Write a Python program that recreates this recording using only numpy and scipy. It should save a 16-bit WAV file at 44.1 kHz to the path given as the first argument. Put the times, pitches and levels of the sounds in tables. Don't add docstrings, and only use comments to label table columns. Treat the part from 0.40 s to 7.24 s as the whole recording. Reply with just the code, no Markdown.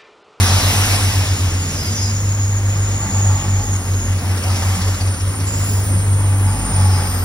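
import sys
import numpy as np
from scipy import signal
from scipy.fft import rfft, irfft, next_fast_len
from scipy.io import wavfile
from scipy.ndimage import uniform_filter1d, map_coordinates

SR = 44100
rng = np.random.default_rng(int(sys.argv[2]) if len(sys.argv) > 2 else 0)


def dump(signal):
    limited = np.clip(np.atleast_2d(signal).T, -1, 1)
    pcm = np.round(limited * 32767).astype(np.int16)
    wavfile.write(sys.argv[1], SR, pcm)


N = 301658
T = np.arange(N) / SR


def amp(db):
    return 10 ** (np.asarray(db) / 20)


def unit(x):
    return x / np.sqrt(np.mean(x ** 2) + 1e-20)


def along(points, hz):
    f, v = np.transpose(points)
    return np.interp(np.log(hz + 1), np.log(f + 1), v)


def curves(rows):
    s, *cols = np.transpose(rows)
    return [np.interp(T, s, c) for c in cols]


def wobble(rate_hz):
    coarse_s = T[::32]
    knots = rng.standard_normal(int(N * rate_hz / SR) + 4)
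    return np.interp(T, coarse_s, map_coordinates(knots, [coarse_s * rate_hz]))


def filtered(x, response):
    m = next_fast_len(N + 8192)
    return irfft(rfft(x, m) * response(np.fft.rfftfreq(m, 1 / SR)), m)[..., :N]


def noise(gain, patchy_db):
    z = signal.stft(rng.standard_normal((2, N)), nperseg=512)[2]
    field = rng.standard_normal(z.shape[1:])
    field = uniform_filter1d(field, size=5, axis=0)
    field = uniform_filter1d(field, size=10, axis=1)
    pair = signal.istft(z * amp(patchy_db * unit(field)), nperseg=512)[1][:, :N]
    return unit(filtered(pair, gain))


SPEED_M_S, TRACK_M, SOUND_M_S = 11.4164, 3.9652, 343


def passing(at_s):
    distance_m = np.hypot(TRACK_M, SPEED_M_S * (T - at_s))
    return T - at_s - distance_m / SOUND_M_S, TRACK_M / distance_m


# start_s, pitch_hz, peak_db
THUDS = [(4.361, 183, -21), (5.55, 170, -23), (6.1, 172.5, -29)]


def thuds():
    rise_s = 0.018
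    out = np.zeros(N)
    for start_s, hz, peak_db in THUDS:
        since_s = np.maximum(T - start_s, 0)
        swell = since_s / rise_s * np.exp(1 - since_s / rise_s)
        out += amp(peak_db) * swell * np.sin(2 * np.pi * hz * since_s)
    return out


# abreast_s, strokes_hz, abreast_db
COMPRESSOR = (4.408, 15.6, -26.5)
PUFF_RISE_S = 0.0076


def compressor():
    at_s, strokes_hz, db = COMPRESSOR
    clock, near = passing(at_s)
    since_s = (strokes_hz * clock + 0.14) % 1 / strokes_hz
    puff = since_s / PUFF_RISE_S * np.exp(1 - since_s / PUFF_RISE_S)
    # hz, relative_db
    spectrum = [(1500, 4), (3500, -1.5), (5500, 5.0), (7000, -2.5), (9000, 0), (14000, -19)]
    air = noise(lambda hz: amp(along(spectrum, hz)), patchy_db=5.0)
    uneven = amp(1.3 * wobble(14))
    return amp(db) * uneven * near ** 1.02 * puff * air


# abreast_s, pitch_hz, abreast_db (before wobble)
WHINES = [(-0.32, 221, -25.5), (0.9, 281, -38), (4, 222, -34), (4, 186, -38), (4.5, 220, -49),
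          (5, 275, -38.5), (1.5, 300, -41.5), (1.5, 226, -37)]


def whines():
    out = np.zeros(N)
    for at_s, hz, db in WHINES:
        clock, near = passing(at_s)
        level = amp(db + 2.0 * wobble(9.8)) * near ** 1.24
        cycles = hz * clock + 0.08 * wobble(12) + rng.random()
        out += level * np.sin(2 * np.pi * cycles)
    return out


# abreast_s, pitch_hz, abreast_db, overtone_db (2nd harmonic, abreast)
GENERATORS = [(1.3, 75.45, -29, -30), (2.9, 84.5, -53, -63), (5.15, 75.96, -27.5, -31.5),
              (6.301, 80, -34, -61)]


def generators():
    out = np.zeros(N)
    for at_s, hz, db, over_db in GENERATORS:
        clock, near = passing(at_s)
        turn = 2 * np.pi * (hz * clock + rng.random())
        overtones = np.sin(2 * turn) + amp(-7.0) * np.sin(3 * turn)
        out += amp(db) * near ** 0.5 * np.sin(turn)
        out += amp(over_db) * near ** 4.4 * overtones
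    return out


# abreast_s, rumble_db, roar_db, rush_db, hiss_db (each abreast)
RUNNING_GEAR = [(0.05, -31.5, -25.5, -20, -27.5), (0.45, -40, -28, -21.5, -25.5),
                (0.95, -44, -40, -32, -38), (1.45, -31.5, -42, -30, -35.5), (2.4, -35.5, -36, -37, -43),
                (2.9, -36, -32.5, -34, -54), (3.45, -36.5, -50, -40, -40.5), (3.95, -35, -35, -37, -42),
                (4.3, -38, -31, -30, -34.5), (5.25, -32.5, -38.5, -34, -36), (5.65, -31.5, -38.5, -59, -50),
                (6.1, -38, -32.5, -56, -55), (6.55, -32.5, -29.5, -33, -44)]
# one level_db each for rumble, roar, rush, hiss
REST_DB = [-35, -36.5, -43, -46.5]
FADES = [1.62, 1.74, 1.86, 2.4]
# hz, relative_db (per Hz)
RUMBLE = [(31, -45), (42, -14), (63, -4.5), (105, 0), (220, -1.5), (350, -7.5), (600, -11.5), (1000, -68)]
# hz, relative_db (per Hz)
ROAR = [(200, -6), (420, -3.5), (800, 2), (1300, -0.5), (1800, -5.5), (2300, -5), (3000, -9), (4500, -19)]
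# hz, relative_db (per Hz)
RUSH = [(1500, -11), (2700, -3.5), (4000, -11), (5200, -4), (6300, -6), (7500, -9.5), (9000, -33)]
# hz, relative_db (per Hz)
HISS = [(6000, -61), (8000, 7.5), (9000, 4.5), (11000, 2), (13000, 1.5), (15000, -1), (16000, -23)]


def rolling():
    at_s, *levels_db = np.transpose(RUNNING_GEAR)
    near = np.array([passing(s)[1] for s in at_s])
    spectra, patches_db = (RUMBLE, ROAR, RUSH, HISS), (1.03, 1.25, 1.5, 2.0)
    out = 0
    for db, rest_db, fade, spectrum, patchy_db in zip(levels_db, REST_DB, FADES, spectra, patches_db):
        power = amp(rest_db) ** 2 + amp(db) ** 2 @ near ** (2 * fade)
        flutter = amp(0.6 * wobble(20))
        layer = noise(lambda hz: amp(along(spectrum, hz)), patchy_db)
        out = out + np.sqrt(power) * flutter * layer
    return out


ATTACK_S, RELEASE_S = 0.054, 0.084


def spell(start_s, end_s, first_db, last_db):
    rise = 1 + (T - start_s) / ATTACK_S
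    fall = 1 + (end_s - T) / RELEASE_S
    edges = np.clip(np.minimum(rise, fall), 0, 1)
    return np.sin(np.pi / 2 * edges) ** 2 * amp(np.interp(T, [start_s, end_s], [first_db, last_db]))


def narrow_sound(hz, width_hz):
    off_hz = np.fft.fftfreq(next_fast_len(N), 1 / SR)
    turn = 2 * np.pi * np.cumsum(hz + 0.07 * width_hz * wobble(5)) / SR
    phases = np.exp(2j * np.pi * rng.random((2, len(off_hz))))
    grains = phases / np.abs(1 + 2j * off_hz / width_hz) ** 1.49
    pair = unit((np.fft.ifft(grains)[:, :N] * np.exp(1j * turn)).real)
    waver = 2 * np.pi * np.cumsum(0.22 * width_hz * wobble(14)) / SR
    clear = np.exp(-(width_hz / 500) ** 2)
    pair[0] += 0.44 * clear * amp(2.5 * wobble(9.1)) * np.sin(turn + waver)
    swell_db = 0.85 * wobble(45) + 0.8 * wobble(22) + 0.74 * wobble(8.5)
    return amp(swell_db) * pair


# [start_s, end_s, first_db, last_db, pitch_drop_hz]
NARROW_SOUNDS = [ (742, 24, [(0.1, 0.62, -37, -38, 13)]), (769, 28.8, [(4.1, 4.5, -40, -46, 10)]),
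                 (852, 41.5, [(2.62, 3.3, -38, -40.5, 38), (5.8, 6.2, -41.5, -39, 0.48),
                 (6.35, 6.64, -30.5, -36, 11.8)]), (3890, 1000, [(0.0044, 1.04, -27, -39, 0.0045)]),
                 (5040, 240, [(5.1, 5.4, -41, -45, -0.5), (6.1, 6.4, -39, -45, 0.5),
                 (6.53, 6.84, -36.5, -38, 57)]), (5250, 920, [(4.13, 4.26, -32, -42, 0),
                 (6.42, 6.84, -35.5, -44, 0.0025)]), (5660, 160, [(1.3, 1.39, -42, -38, 0),
                 (1.62, 1.68, -40, -35, 0)]), (5870, 120, [(1.44, 1.5, -46, -41, 0),
                 (1.56, 1.6, -31, -32, 31), (1.78, 1.84, -37, -43, 0)]),
                 (6700, 200, [(6.02, 6.38, -46, -41, -7.5)]), (7050, 37.2, [(2.27, 2.76, -38, -32, 19.5),
                 (3.12, 3.2, -29, -38, -2)]), (7040, 470, [(4.17, 4.56, -36, -34, 101)]),
                 (8600, 80, [(5.5, 5.95, -40, -38, 30.1), (6.08, 6.33, -40, -39, 30.04),
                 (6.45, 6.84, -39, -39, 30)]), (11200, 54, [(5.4, 5.62, -48, -46, 20),
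                 (6.0, 6.26, -43, -51, 20)]), (8850, 290, [(2.4, 3.1, -47, -43, -0.5),
                 (3.34, 3.7, -39, -52, 2), (3.86, 4.09, -42, -36, -200)]),
                 (9045, 34.6, [(4.72, 5, -36, -38.5, 21), (6.05, 6.45, -50, -35, -30.5)]),
                 (10910, 510, [(3.33, 5.1, -50.5, -41.5, 0.5), (5.26, 5.9, -37.5, -42, 148.5),
                 (5.98, 6.27, -37, -41, -6)]), (10930, 40, [(3.35, 4.95, -53, -43.5, -1.5),
                 (5.24, 6.24, -42, -44, 21)]), (12700, 270, [(6.42, 6.84, -42, -30, 0.004)]),
                 (14200, 400, [(1.75, 2.2, -38, -44, 0.0019), (2.7, 3.6, -43, -45, 0.0067)]),
                 (15000, 500, [(5.2, 5.46, -43, -38, 0)]), ]
# [time_s, pitch_hz, level_db]
SQUEALS = [ (110.5, [(1.3, 4910, -70), (1.35, 4980, -34), (1.42, 5070, -28), (1.5, 4930, -33),
           (1.57, 5020, -35), (1.63, 5070, -25.5), (1.67, 5000, -30), (1.705, 5010, -33), (1.75, 4950, -40),
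           (1.8, 4950, -70)]), (259.8, [(0.68, 6930, -41), (0.9, 6860, -33), (1.12, 6870, -37),
           (1.28, 6840, -31), (1.43, 6800, -40), (1.52, 6870, -31), (1.59, 6720, -32), (1.7, 6820, -28),
           (2.1, 6770, -28), (2.25, 6770, -33.5), (2.6, 6790, -27.5), (2.95, 6860, -24.5),
           (3.07, 6860, -33), (3.15, 6780, -29.5), (3.35, 6700, -28.5), (3.45, 6700, -34.5),
           (3.62, 6730, -29.5), (3.9, 6680, -43)]), (300, [(4.56, 9050, -48), (4.68, 8900, -35),
           (4.84, 9070, -38), (4.98, 8920, -35), (5.12, 8930, -46), (5.38, 9060, -41), (5.48, 9000, -28.5),
           (5.7, 8920, -31.5), (5.86, 8960, -31.5), (5.95, 8870, -35), (6.2, 8990, -29.5),
           (6.36, 9030, -25), (6.5, 9060, -31.5), (6.66, 9010, -29.5), (6.84, 8900, -35)]),
           (280.4, [(5.02, 7090, -61), (5.075, 7120, -27), (5.25, 7100, -26.5), (5.32, 7000, -29),
           (5.36, 7000, -32), (5.43, 7000, -33), (5.48, 7040, -65)]), ]


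def narrow_sounds():
    out = 0
    for hz, width_hz, spells in NARROW_SOUNDS:
        start_s, end_s, first_db, last_db, drop_hz = np.transpose(spells)
        knots_s = np.ravel([start_s, end_s], "F")
        slide_hz = np.interp(T, knots_s, np.ravel([drop_hz, -drop_hz], "F") / 2)
        level = sum(map(spell, start_s, end_s, first_db, last_db))
        out = out + level * narrow_sound(hz + slide_hz, width_hz)
    for width_hz, rows in SQUEALS:
        hz, db = curves(rows)
        out = out + amp(db) * narrow_sound(hz, width_hz)
    return out


# time_s, pitch_hz, rms_db (before wobble)
THROB = [(0.09, 45, -30), (0.9, 45.2, -34), (1.01, 45.2, -42), (1.12, 45.4, -29), (1.26, 45, -37),
         (1.39, 46.3, -33), (1.5, 49.5, -40.5), (2.66, 49.2, -30.5), (3.24, 46.1, -30), (3.39, 46.3, -36),
         (3.66, 46.5, -28), (3.89, 46, -40.5), (4.46, 46.5, -34), (4.63, 46.2, -34), (4.89, 48.5, -34),
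         (5.03, 48.8, -41), (5.22, 49.8, -29), (5.35, 49.1, -42), (5.49, 49.1, -32), (6.0, 48.6, -32),
         (6.23, 48, -25), (6.48, 47.4, -33), (6.82, 48.1, -28)]


def throb():
    hz, db = curves(THROB)
    level = np.sqrt(2) * amp(db + 1.8 * wobble(12))
    return level * np.sin(2 * np.pi * np.cumsum(hz) / SR)


# abreast_s, firing_hz
EXHAUSTS = [(-0.2401, 93.719), (-0.031, 96.353), (2.8428, 95.594), (3.1568, 95.411), (6.326, 94.763),
            (6.6108, 94.909)]
# [time_s, rms_db]
DRONE = [
    [(0.1, -14), (0.47, -23.9), (1.09, -17.5), (1.75, -35.5), (2.81, -27), (3.41, -47)],
    [(3.39, -38), (3.97, -32.5), (5.79, -33)],
    [(0.2, -14), (1.58, -25), (2.38, -20.5), (3.28, -18), (5.07, -22), (6.25, -26)],
    [(1.01, -25.5), (2.55, -15), (3.6, -26.5), (4.76, -30.5), (5.71, -18.5), (6.84, -26.5)],
    [(1.8, -45), (2.91, -14), (3.33, -23), (5.0, -25.5), (6.07, -16), (6.84, -18.5)],
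    [(1.65, -25.5), (2.65, -51), (5.11, -27.5), (6.26, -16.5), (6.84, -25)],
]
LOAD = [5, -7, 1.6, -9.5, 3.5, -4]
# multiple_of_firing_rate, abreast_db (before load and wobble), fade_exponent (of nearness)
ORDERS = [(1.5, -32.5, 1.2), (2, -33, 2.4), (2.5, -40, 1.65), (2.83, -40.5, 1.04), (8, -41, 2),
          (9, -45.5, 2.1), (12, -44, 1.4)]


def engines():
    out = np.zeros(N)
    for (at_s, hz), rows, load_db in zip(EXHAUSTS, DRONE, LOAD):
        clock, near = passing(at_s)
        out += np.sqrt(2) * amp(curves(rows)[0]) * np.sin(2 * np.pi * hz * clock)
        for order, order_db, fade in ORDERS:
            level = amp(order_db + load_db + 2.4 * wobble(5 + 1.2 * order)) * near ** fade
            cycles = order * (hz * clock + 0.022 * wobble(25)) + rng.random()
            out += level * np.sin(2 * np.pi * cycles)
    return out


# hz, correlation (0-1)
ALIKE = [(60, .99), (170, .98), (300, .95), (600, .6), (1400, .72), (2750, .82), (4300, .45), (5400, .66),
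         (6700, .74), (8300, .62), (9700, .8), (9900, .995), (10900, .995), (11800, .72), (12700, .83),
         (13100, .998), (14300, .998), (14900, .6), (15700, .8)]
# hz, lead_rad
LEAD = [(0, -.08), (170, -.13), (600, .4), (1460, -.1), (1900, .45), (2330, 2.5), (2750, 2.9), (3200, 2.4),
        (4050, .5), (4480, 1.7), (4900, 1.5), (5340, .5), (6600, 2.5), (7500, 3), (8800, 4.55),
        (9900, 6.28), (10800, 6.28), (13100, 9.42), (14400, 9.42), (15250, 11.7), (15700, 12.4)]
# hz, lean_db
LEAN = [(110, .2), (200, -1.5), (380, -2.5), (700, .5), (1290, 2.5), (2380, 2), (4400, -1.3), (8120, 0)]


def ports(tones, pair):
    def split(hz):
        angle = np.arccos(np.clip(along(ALIKE, hz), 0, 1)) / 2
        return np.array([np.cos(angle), np.sin(angle)])

    def offset(hz):
        half = amp(along(LEAN, hz) / 2) * np.exp(0.5j * np.interp(hz, *np.transpose(LEAD)))
        return np.array([half, 1 / half])

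    mid, side = filtered(pair, split)
    return filtered(np.array([tones + mid + side, tones + mid - side]), offset)


def scene():
    tones = thuds() + whines() + generators() + throb() + engines()
    pair = compressor() + rolling() + narrow_sounds()
    return ports(tones, pair)


TOP_HZ = 15800


def record(dry):
    return filtered(dry, lambda hz: hz < TOP_HZ)


dry = scene()
out = record(dry)
dump(out)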